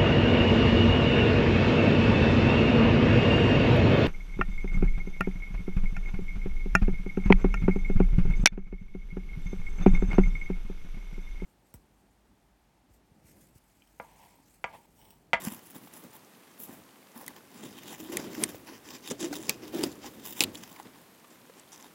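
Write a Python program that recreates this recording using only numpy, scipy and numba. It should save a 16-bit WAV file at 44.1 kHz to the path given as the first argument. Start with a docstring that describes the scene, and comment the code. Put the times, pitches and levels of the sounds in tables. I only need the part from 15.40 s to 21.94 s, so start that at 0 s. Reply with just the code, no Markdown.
"""Shredded paper rustles by friction: strips slide over each other in dense tiny slips that ring the
hollows between them. Strips also scuff, snap as they buckle, and creak as single fibres let go.
A small camera pushed about in this nest, where young rats lie, has a housing that hums dully by
resonance when rubbed and rings briefly when knocked. Filtered noise gives quiet room tone and hiss."""
import sys
import numpy as np
from scipy import signal
from scipy.fft import rfft, irfft
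from scipy.io import wavfile
from scipy.ndimage import uniform_filter1d
from numba import njit

SR = 44100
rng = np.random.default_rng(int(sys.argv[2]) if len(sys.argv) > 2 else 0)


def put_to_file(sound):
    """Save the sound as 16-bit audio at rate SR, in the file named by the first command-line argument."""
    columns = np.atleast_2d(sound).T  # one column per channel
    safe = np.clip(columns, -1, 1)
    whole_steps = np.round(safe * 32767)
    wavfile.write(sys.argv[1], SR, whole_steps.astype(np.int16))


N = 288414  # length [samples]
SLIDE_TOP_HZ, TOP_HZ = 15900, 16650  # low-pass edges: rustle, scuffs and room tone; microphone output


# Strokes of the camera through the strips: (start [s], length [s], rustle level [dB],
# treble level [dB], housing level [dB], swell from start to end [dB]); levels hold at mid-stroke
STROKES = [(0.0, 0.092, -49, -47, -46.5, 7), (0.086, 0.11, -56.5, -51.5, -51, -10),
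           (0.209, 0.12, -70, -58.5, -69, -4), (0.337, 0.028, -53.5, -47.5, -41, -4),
           (0.401, 0.075, -66, -55, -58, -6), (0.517, 0.086, -55.5, -51.5, -55.5, -9),
           (0.615, 0.057, -60.5, -58, -49, -15), (0.713, 0.056, -60, -54.5, -73, -3),
           (1.177, 0.084, -64, -48.5, -55.5, -7), (1.263, 0.16, -63, -58.5, -52, -17.5),
           (1.739, 0.1, -57.5, -56, -55.5, -0.5), (1.852, 0.094, -61.5, -62, -48, -12),
           (1.945, 0.036, -56, -60, -49.5, -3), (2.085, 0.17, -56.5, -62, -53, 15),
           (2.209, 0.084, -51, -55, -46, -7), (2.29, 0.14, -52, -59, -51.5, -5.5),
           (2.41, 0.12, -48, -54.5, -49, 9.5), (2.569, 0.065, -54, -52.5, -47, -6),
           (2.617, 0.082, -54, -60, -59, 21), (2.708, 0.15, -46, -51.5, -40.5, -9.5),
           (2.889, 0.17, -49, -54.5, -42, 6.5), (2.984, 0.052, -54, -45.5, -32.5, 2),
           (3.069, 0.032, -46.5, -47.5, -38, -7), (3.123, 0.098, -65, -63, -61, -15),
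           (3.251, 0.1, -47.5, -56.5, -49, -1), (3.43, 0.13, -49.5, -57.5, -50.5, 3.5),
           (3.613, 0.073, -46, -56, -54, 4.5), (3.692, 0.024, -45, -58, -32.5, 6),
           (3.779, 0.052, -39.5, -53.5, -38.5, 7.5), (3.834, 0.099, -53, -61, -40, -16),
           (3.93, 0.071, -45.5, -49, -44.5, -20), (3.994, 0.094, -54, -57.5, -49, 6),
           (4.075, 0.029, -34.5, -46, -30, -4), (4.208, 0.074, -51, -59, -41.5, -6.5),
           (4.317, 0.15, -46, -50.5, -33.5, -0.5), (4.457, 0.07, -61, -68, -51, 9),
           (4.599, 0.08, -49.5, -60, -48.5, 5.5), (4.72, 0.16, -57, -60, -53.5, 6),
           (4.827, 0.1, -50.5, -48.5, -50, -1), (4.933, 0.064, -48.5, -48, -53.5, 6),
           (4.994, 0.19, -60, -74, -43, -23), (5.12, 0.14, -52.5, -56, -49.5, -7.5),
           (5.258, 0.15, -57.5, -60, -57, 4), (5.439, 0.048, -59, -77, -43.5, -18),
           (5.527, 0.099, -62.5, -68, -57, -9), (5.885, 0.047, -61.5, -69, -57, 9),
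           (6.139, 0.055, -58.5, -73, -56, 1), (6.266, 0.2, -61.5, -66, -62.5, 9)]
# Spectral slope of the sliding strips: (time [s], tilt [dB per octave])
TILT = [(0, -4.5), (1.8, -5.5), (2.4, -0.5), (3.3, -2.5), (3.8, 2.5), (4.0, 0), (4.65, -1), (5.2, 0),
        (5.4, -5.5), (6, 0), (6.54, -4.5)]
# Paper resting on the housing between strokes: (time [s], level [dB])
RUB = [(0, -63), (.7, -63), (1.5, -70), (2.2, -80), (2.8, -40), (3.4, -61.5), (4.0, -47), (4.6, -50.5),
       (5.3, -60), (5.8, -67.5), (6.54, -63)]
# Resonances of the paper hollow round the microphone: (centre [Hz], width [Hz], gain [dB])
HOLLOW = [(895, 420, 0), (2200, 1520, -2), (3670, 1170, 2), (4730, 2370, 0), (6900, 1980, -2.5)]
# Bright resonances of the paper: (centre [Hz], width [Hz], gain [dB])
SHEEN = [(9570, 12000, 0.67), (11950, 4000, 8.1), (15130, 4500, 6.3)]
STROKE_ATTACK_S, STROKE_RELEASE_S = 0.024, 0.018
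REST_RUSTLE_DB, REST_TREBLE_DB = -15, -20  # paper at rest still creeps, relative to RUB


def rustle(t):
    """Stick-slip friction: the same slips excite the hollow and the bright sheen of the paper."""
    _, _, body_db, sheen_db, _, _ = np.transpose(STROKES)
    shared = slips(spread_db=2.0, patchy_db=2.4, rate=110., crinkles=120., crinkle_db=6.0)
    tilt_db = np.interp(t, *np.transpose(TILT))
    body = shifting(shared, HOLLOW, tilt_db, drift=.035, flicker_db=1.7)
    sheen = shifting(shared, SHEEN, 0, drift=.04, flicker_db=1.9)

    rest_db = np.interp(t, *np.transpose(RUB))
    body_stroke = strokes(t, body_db, STROKE_ATTACK_S, STROKE_RELEASE_S)
    sheen_stroke = strokes(t, sheen_db, STROKE_ATTACK_S, STROKE_RELEASE_S)
    # strokes and rest add in power
    body = body * np.hypot(body_stroke, undb(rest_db + REST_RUSTLE_DB))
    sheen = sheen * np.hypot(sheen_stroke, undb(rest_db + REST_TREBLE_DB))
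    return lowpass(body + sheen, SLIDE_TOP_HZ)


def slips(spread_db, patchy_db, rate, crinkles, crinkle_db):
    """Stick-slip: dense, mostly tiny fibre slips in uneven patches; folds give way in brief bursts."""
    fold_hits = (rng.random(N) < crinkles / SR) * np.minimum(rng.exponential(size=N), 2.5)
    fade = np.exp(-1 / (0.0008 * SR))  # bursts decay with a 0.8 ms time constant
    burst = 1 + undb(crinkle_db) * signal.lfilter([1], [1, -fade], fold_hits)
    size = np.minimum(rng.exponential(size=N), 5.)
    strength = undb(spread_db * size + patchy_db * walk(rate))
    return burst * strength * rng.standard_normal(N)


def strokes(t, level_db, attack_s, release_s):
    """Incoherent summation: strokes set in, swell or sag and die away; their powers add."""
    power = np.zeros(N)
    for (s, length, *_, swell_db), db in zip(STROKES, level_db):
        i = slice(int(s * SR), int((s + length + 8 * release_s) * SR))
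        age = t[i] - s + attack_s * (s == 0)  # the first stroke is already under way
        rise = np.sin(np.pi / 2 * np.clip(age / attack_s, 0, 1)) ** 2
        decay = np.exp(-np.maximum(age - length, 0) / release_s)
        swell = undb(db + swell_db * (np.minimum(age / length, 1) - .5))
        power[i] += (swell * rise * decay) ** 2
    return np.sqrt(power)


def shifting(x, modes, tilt_db, drift, flicker_db):
    """Time-varying resonance: as strips move, each mode wanders in pitch and strength on its own."""
    out = 0
    for k, (hz, w, db) in enumerate(modes):
        gain = undb(db + tilt_db * np.log2(hz / 4000) + flicker_db * walk(30.))
        centre = np.minimum(hz * (1 + drift * walk(8.3)), .4 * SR)
        # neighbours alternate in sign; moving modes are narrower than their listed width
        out = out + (-1) ** k * gain * svf(x, centre, 0.87 * w)
    return level(out, 0)


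ECHO_S, ECHO_DB = .0022, -5  # decay constant; total echo energy relative to the direct sound


def folds(x):
    """Multiple reflection: close echoes among the folds give a fine, lasting, uneven colour."""
    t = np.arange(512) / SR
    echo = rng.standard_normal(len(t)) * np.exp(-t / ECHO_S)
    echo = undb(ECHO_DB) * echo / np.sqrt(np.sum(echo ** 2))
    return (x + signal.fftconvolve(x, echo)[:N]) / np.hypot(1, undb(ECHO_DB))


# Strips dragged hard and let go:
# (time [s], rms before the envelope [dB], ring [Hz], treble gain [dB], length [s])
SCUFFS = [(0.035, -42.5, 9500, 3, 0.027), (3.705, -34.5, 6840, -21, 0.015), (3.926, -37, 1470, -15, 0.015),
          (4.092, -34, 2460, -33, 0.014), (4.431, -34.5, 4900, -10, 0.015), (4.645, -56, 895, -4, 0.081),
          (5.006, -25, 2830, -11, 0.024), (5.037, -27.5, 4300, -14, 0.0077), (6.318, -50, 5900, -19, 0.037)]


def scuffs():
    """Transient friction: a gritty burst starts almost at once, sags and stops short."""
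    out, t = np.zeros(N + 4096), np.arange(4096) / SR
    chance = rng.standard_normal((len(SCUFFS), 4096))
    grit = rng.exponential(size=(len(SCUFFS), 4096))
    for (s, rms_db, hz, sheen_db, length), noise, size in zip(SCUFFS, chance, grit):
        release = np.clip(t - length, 0, 1) / .0013
        drag = np.clip(t / 0.0014, 0, 1) * np.exp(-.5 * t / length - release)
        gritty = noise * undb(2.2 * size)
        scuff = level(paper(gritty, hz, sheen_db, own_db=7.5), rms_db) * drag
        i = int(s * SR)
        out[i:i + len(t)] += scuff
    return lowpass(out[:N], SLIDE_TOP_HZ)


# Buckling strips: (time [s], peak [dB], ring [Hz], treble gain [dB],
# nominal after-rustle gain relative to the crack [dB])
SNAPS = [(0.0397, -36, 10500, -1, -15), (0.0499, -22, 11300, 3, -10), (0.123, -34, 9100, -12, -5),
         (0.1452, -36, 11300, -16, 4), (0.269, -41, 10800, -8, -3), (0.315, -44, 14100, 1, -10),
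         (0.536, -36.5, 9400, -8, 6), (1.286, -44, 10600, -8, -9), (1.776, -38, 11500, -18, 6),
         (1.863, -31, 12400, 8, 6), (1.879, -21.5, 1900, 7.5, 4.5), (2.2265, -51, 6000, -8, -13),
         (2.477, -37, 4800, -6, -8), (2.7697, -12.5, 10500, 0, -12), (2.7695, -19, 2120, -19, -3.5),
         (2.9324, -39, 1920, -15, -1), (3.0364, -6.5, 8870, -27, -7), (3.037, -18, 1920, -30, -8),
         (3.041, -28, 6900, -20, -4), (3.1433, -44, 1730, -36, 5), (3.2836, -54, 2200, -23, -3),
         (3.7007, -27, 5600, -20, -7), (3.804, -32.5, 6800, -11, 2), (3.941, -37, 2560, -27, 7),
         (4.094, -4, 2430, -12.5, -13), (4.4361, -13.5, 4780, -44, -10), (5.0053, -4, 5500, -19, -15),
         (5.0057, -7, 2670, -33, -14), (5.0105, -16, 5000, -14, -17), (5.0366, -7, 2880, -5.5, -9),
         (5.153, -29, 3340, -23, -3), (5.327, -38.5, 1890, -19, -14), (5.361, -41.5, 2070, -23, 8),
         (5.3925, -46, 1900, -8, -9), (5.4288, -42, 1990, -13, -13), (5.47, -47, 2170, -19, 3),
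         (6.137, -47, 4040, -16, -12), (6.196, -37.5, 7600, -22, -7), (6.3301, -34, 5930, -18, -12),
         (6.359, -39.5, 5900, -15, -8), (6.377, -42, 6000, -21, -11), (6.409, -40, 7440, -21, -10),
         (6.425, -36, 5900, -25, -18)]
BUCKLE_S = .001  # delay from the listed time to the crack


def snaps():
    """Buckling: a strip cracks, then leaves a duller ragged rustle; weak ones give way slowly."""
    out, t = np.zeros(N + 4096), np.arange(2048) / SR
    # a thin strip radiates little below its lowest bending tones, and the nest swallows the very top
    radiates = signal.butter(3, [1400., 12500.], "band", fs=SR, output="sos")
    chance = rng.standard_normal((len(SNAPS), 2048))
    grit = rng.exponential(size=(len(SNAPS), 2048))
    for (s, peak_db, hz, sheen_db, tail_db), noise, size in zip(SNAPS, chance, grit):
        give_s = 0.00033 * undb(-.2 * peak_db)
        crack = noise * np.exp(-t / give_s)
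        crack[:2] = np.array([5.5, -4.5]) * undb(0.033 * peak_db)  # sharp kick and recoil
        ragged = noise[::-1] * undb(tail_db + 1.6 * (size - 3.0))
        tail = ragged * np.exp(-np.log(1000) * t / 0.018)  # falls 60 dB in 18 ms
        snap = paper(crack, hz, sheen_db, own_db=6.5)
        snap = snap + paper(tail, hz, sheen_db - 9, own_db=12.5)
        snap = signal.sosfilt(radiates, snap)
        i = int((s + BUCKLE_S) * SR)
        out[i:i + len(t)] += undb(peak_db) * snap / np.max(np.abs(snap))
    return out[:N]


def paper(blow, hz, sheen_db, own_db):
    """Modal superposition: a strip's own pitch on top of the hollow and the sheen."""
    own = svf(blow, np.full(len(blow), min(hz, 15000.)), 0.2 * hz)
    return ring(blow, HOLLOW) + undb(sheen_db) * ring(blow, SHEEN) + undb(own_db) * own


CREAKS_PER_S, CREAK_S = 23, 0.0015  # mean rate; decay constant of the exciting noise
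CREAK_DB, CREAK_SPREAD_DB = -51.5, 1  # base peak; scatter per unit of log size


def creaks():
    """Poisson process: single fibres let go with faint random ticks, each at its own pitch."""
    out, t = np.zeros(N + 512), np.arange(512) / SR
    chance, noise = rng.random((400, 3)), rng.standard_normal((400, 512))
    times = np.cumsum(-np.log(chance[:, 0])) / CREAKS_PER_S
    for s, (_, pitch, size), blow in zip(times[times < N / SR], chance, noise):
        hz = 1200. * 11. ** pitch  # 1.2 to 13.2 kHz
        tick = svf(blow * np.exp(-t / CREAK_S), np.full(len(t), hz), 0.49 * hz)
        peak_db = CREAK_DB - CREAK_SPREAD_DB * np.log(max(size, .15))
        i = int(s * SR)
        out[i:i + len(t)] += undb(peak_db) * tick / np.max(np.abs(tick))
    return out[:N]


# Pitch of the housing hum, moved by the grip: (time [s], centre [Hz])
GRIP = [(0.0, 236), (2.3, 264), (2.7, 294), (4.4, 309), (5.3, 253), (6.54, 286)]
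HOUSING_ATTACK_S, HOUSING_RELEASE_S = 0.033, 0.016


def housing(t):
    """Forced resonance: rubbing excites a narrow hum over a duller scrape; a low sway lags behind."""
    hz, housing_db = np.interp(t, *np.transpose(GRIP)), np.transpose(STROKES)[4]
    pushed = strokes(t, housing_db, HOUSING_ATTACK_S, HOUSING_RELEASE_S)
    force = np.hypot(pushed, undb(np.interp(t, *np.transpose(RUB))))

    rub = slips(spread_db=2.0, patchy_db=1.5, rate=32.0, crinkles=60., crinkle_db=-6.0)
    hum = svf(svf(rub, hz, 160.0), hz, 340.0)
    hum = hum + undb(-16) * svf(rub, 460 + 0 * t, 204.0)
    scrape = svf(rub, 1000 + 0 * t, 1400.0)

    # the heavy camera sways on: its force is smoothed over 90 ms
    lag = np.exp(-1 / (.09 * SR))
    lagging_force = signal.lfilter([1 - lag], [1, -lag], force)
    sway = svf(rng.standard_normal(N), 130 + 0 * t, 144.0) * lagging_force ** 0.75
    return (level(hum, -1.83) + level(scrape, -17)) * force + sway * undb(-4)


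# Knocks on the housing, dull bumps and lighter taps of paper edges:
# (time [s], peak of the ringing [dB], pitch [Hz], 60 dB decay time, at least 0.01 in use [s])
KNOCKS = [(0.071, -24, 215, 0.055), (0.121, -36, 237, 0.043), (0.362, -42, 243, 0.09),
          (0.473, -45.5, 840, 0.014), (1.293, -39, 250, 0.039), (1.76, -42, 237, 0.087),
          (1.829, -45.5, 510, 0.058), (2.599, -39, 317, 0.3), (2.697, -32, 317, 0.057),
          (2.733, -31.5, 356, 0.13), (2.979, -30, 319, 0.2), (3.146, -35, 533, 0.011),
          (3.703, -38, 216, 0.026), (3.712, -33, 363, 0.049), (3.805, -38, 342, 0.11),
          (3.842, -25.5, 338, 0.07), (3.911, -29, 293, 0.12), (3.928, -36, 760, 0.04),
          (3.992, -35, 324, 0.11), (4.092, -25.5, 328, 0.0092), (4.097, -44.5, 2520, 0.19),
          (4.39, -24, 323, 0.11), (4.437, -20, 354, 0.02), (4.643, -40.5, 807, 0.065),
          (5.006, -24.5, 323, 0.047), (5.042, -46, 99, 0.28), (5.844, -48.5, 1170, 0.046),
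          (6.097, -41.5, 483, 0.027)]
PUSH_CYCLES = 0.35  # time constant of the push in cycles, so lower knocks set in more softly
TICK_S, TICK_DB = 0.0051, 3.5  # decay constant; gain for a 1 kHz knock relative to the ringing


def knocks():
    """Impact and free decay: a push rings the housing under a tick of filtered noise."""
    out, t = np.zeros(N + 8192), np.arange(8192) / SR
    chance = rng.standard_normal((len(KNOCKS), 8192))
    for (s, peak_db, hz, t60), noise in zip(KNOCKS, chance):
        push = 1 - np.exp(-t * hz / PUSH_CYCLES)
        decay = np.exp(-np.log(1000) * t / max(t60, .01))
        swing = push * decay * np.sin(2 * np.pi * hz * t)
        swing = swing / np.max(np.abs(swing))
        tick = svf(noise * np.exp(-t / TICK_S), np.full(len(t), 2 * hz), 1.8 * hz)
        tick = tick * np.sqrt(hz / 1000)  # fainter on low knocks
        i = int(s * SR)
        out[i:i + len(t)] += undb(peak_db) * (swing + undb(TICK_DB) * tick)
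    return out[:N]


# Spectrum of room tone and hiss: (frequency [Hz], relative density [dB per Hz])
TONE = [(48, -35), (174, 4.5), (248, 5), (620, -0.5), (1090, -2), (1430, -5.5), (1820, -5.5), (5230, -13.5),
        (14600, -13), (15800, -17)]
TONE_DB = -57.5  # overall rms


def room_tone():
    """Spectral shaping: steady noise with a set spectrum drifts a little in level."""
    f = np.fft.rfftfreq(N, 1 / SR)
    hz, db = np.transpose(TONE)
    shape = undb(np.interp(np.log(f + 1), np.log(hz), db))
    noise = irfft(rfft(rng.standard_normal(N)) * shape, N)
    drifting = noise * undb(0.2 * walk(5.0))
    return level(lowpass(drifting, SLIDE_TOP_HZ), TONE_DB)


def undb(db):
    """Decibel law: amplitude gain of a level in dB."""
    return 10 ** (np.asarray(db) / 20)


def level(x, db):
    """Root-mean-square level: scale a signal to the given rms in dB."""
    return x * undb(db) / np.sqrt(np.mean(x ** 2))


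@njit
def svf(x, hz, width):
    """Resonance: state-variable band-pass whose centre may move; gain 1 at the centre."""
    y, b, l = np.empty(len(x)), 0., 0.  # output, band state, low state
    for i in range(len(x)):
        g, k = np.tan(np.pi * hz[i] / SR), width / hz[i]
        v = (b + g * (x[i] - l)) / (1 + g * (g + k))
        b, l, y[i] = 2 * v - b, l + 2 * g * v, k * v
    return y


def ring(x, modes):
    """Modal superposition: a sum of fixed resonances; neighbours alternate in sign."""
    flat = np.ones(len(x))
    return sum((-1) ** k * undb(db) * svf(x, hz * flat, 1. * w) for k, (hz, w, db) in enumerate(modes))


def walk(rate):
    """Slow random modulation: levels held 1 / rate s and slewed twice; spread near 1."""
    k = int(SR / rate)
    held = np.repeat(rng.standard_normal(N // k + 1), k)
    return 1.3 * uniform_filter1d(uniform_filter1d(held, k), k)[:N]


def lowpass(x, hz):
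    """Band limiting: steep elliptic low-pass."""
    return signal.sosfilt(signal.ellip(10, .2, 80, hz, fs=SR, output="sos"), x)


def scene():
    """Superposition: everything reaches one microphone buried in the paper."""
    t = np.arange(N) / SR
    strips = folds(rustle(t)) + scuffs() + snaps() + creaks()
    camera = housing(t) + knocks()
    return (strips + camera + room_tone())[None]


def record(dry):
    """Band limiting: the small microphone loses the deep bass and the camera cuts the top."""
    no_bass = signal.sosfilt(signal.butter(2, 60., "high", fs=SR, output="sos"), dry)
    return lowpass(no_bass, TOP_HZ)


dry = scene()
out = record(dry)
put_to_file(out)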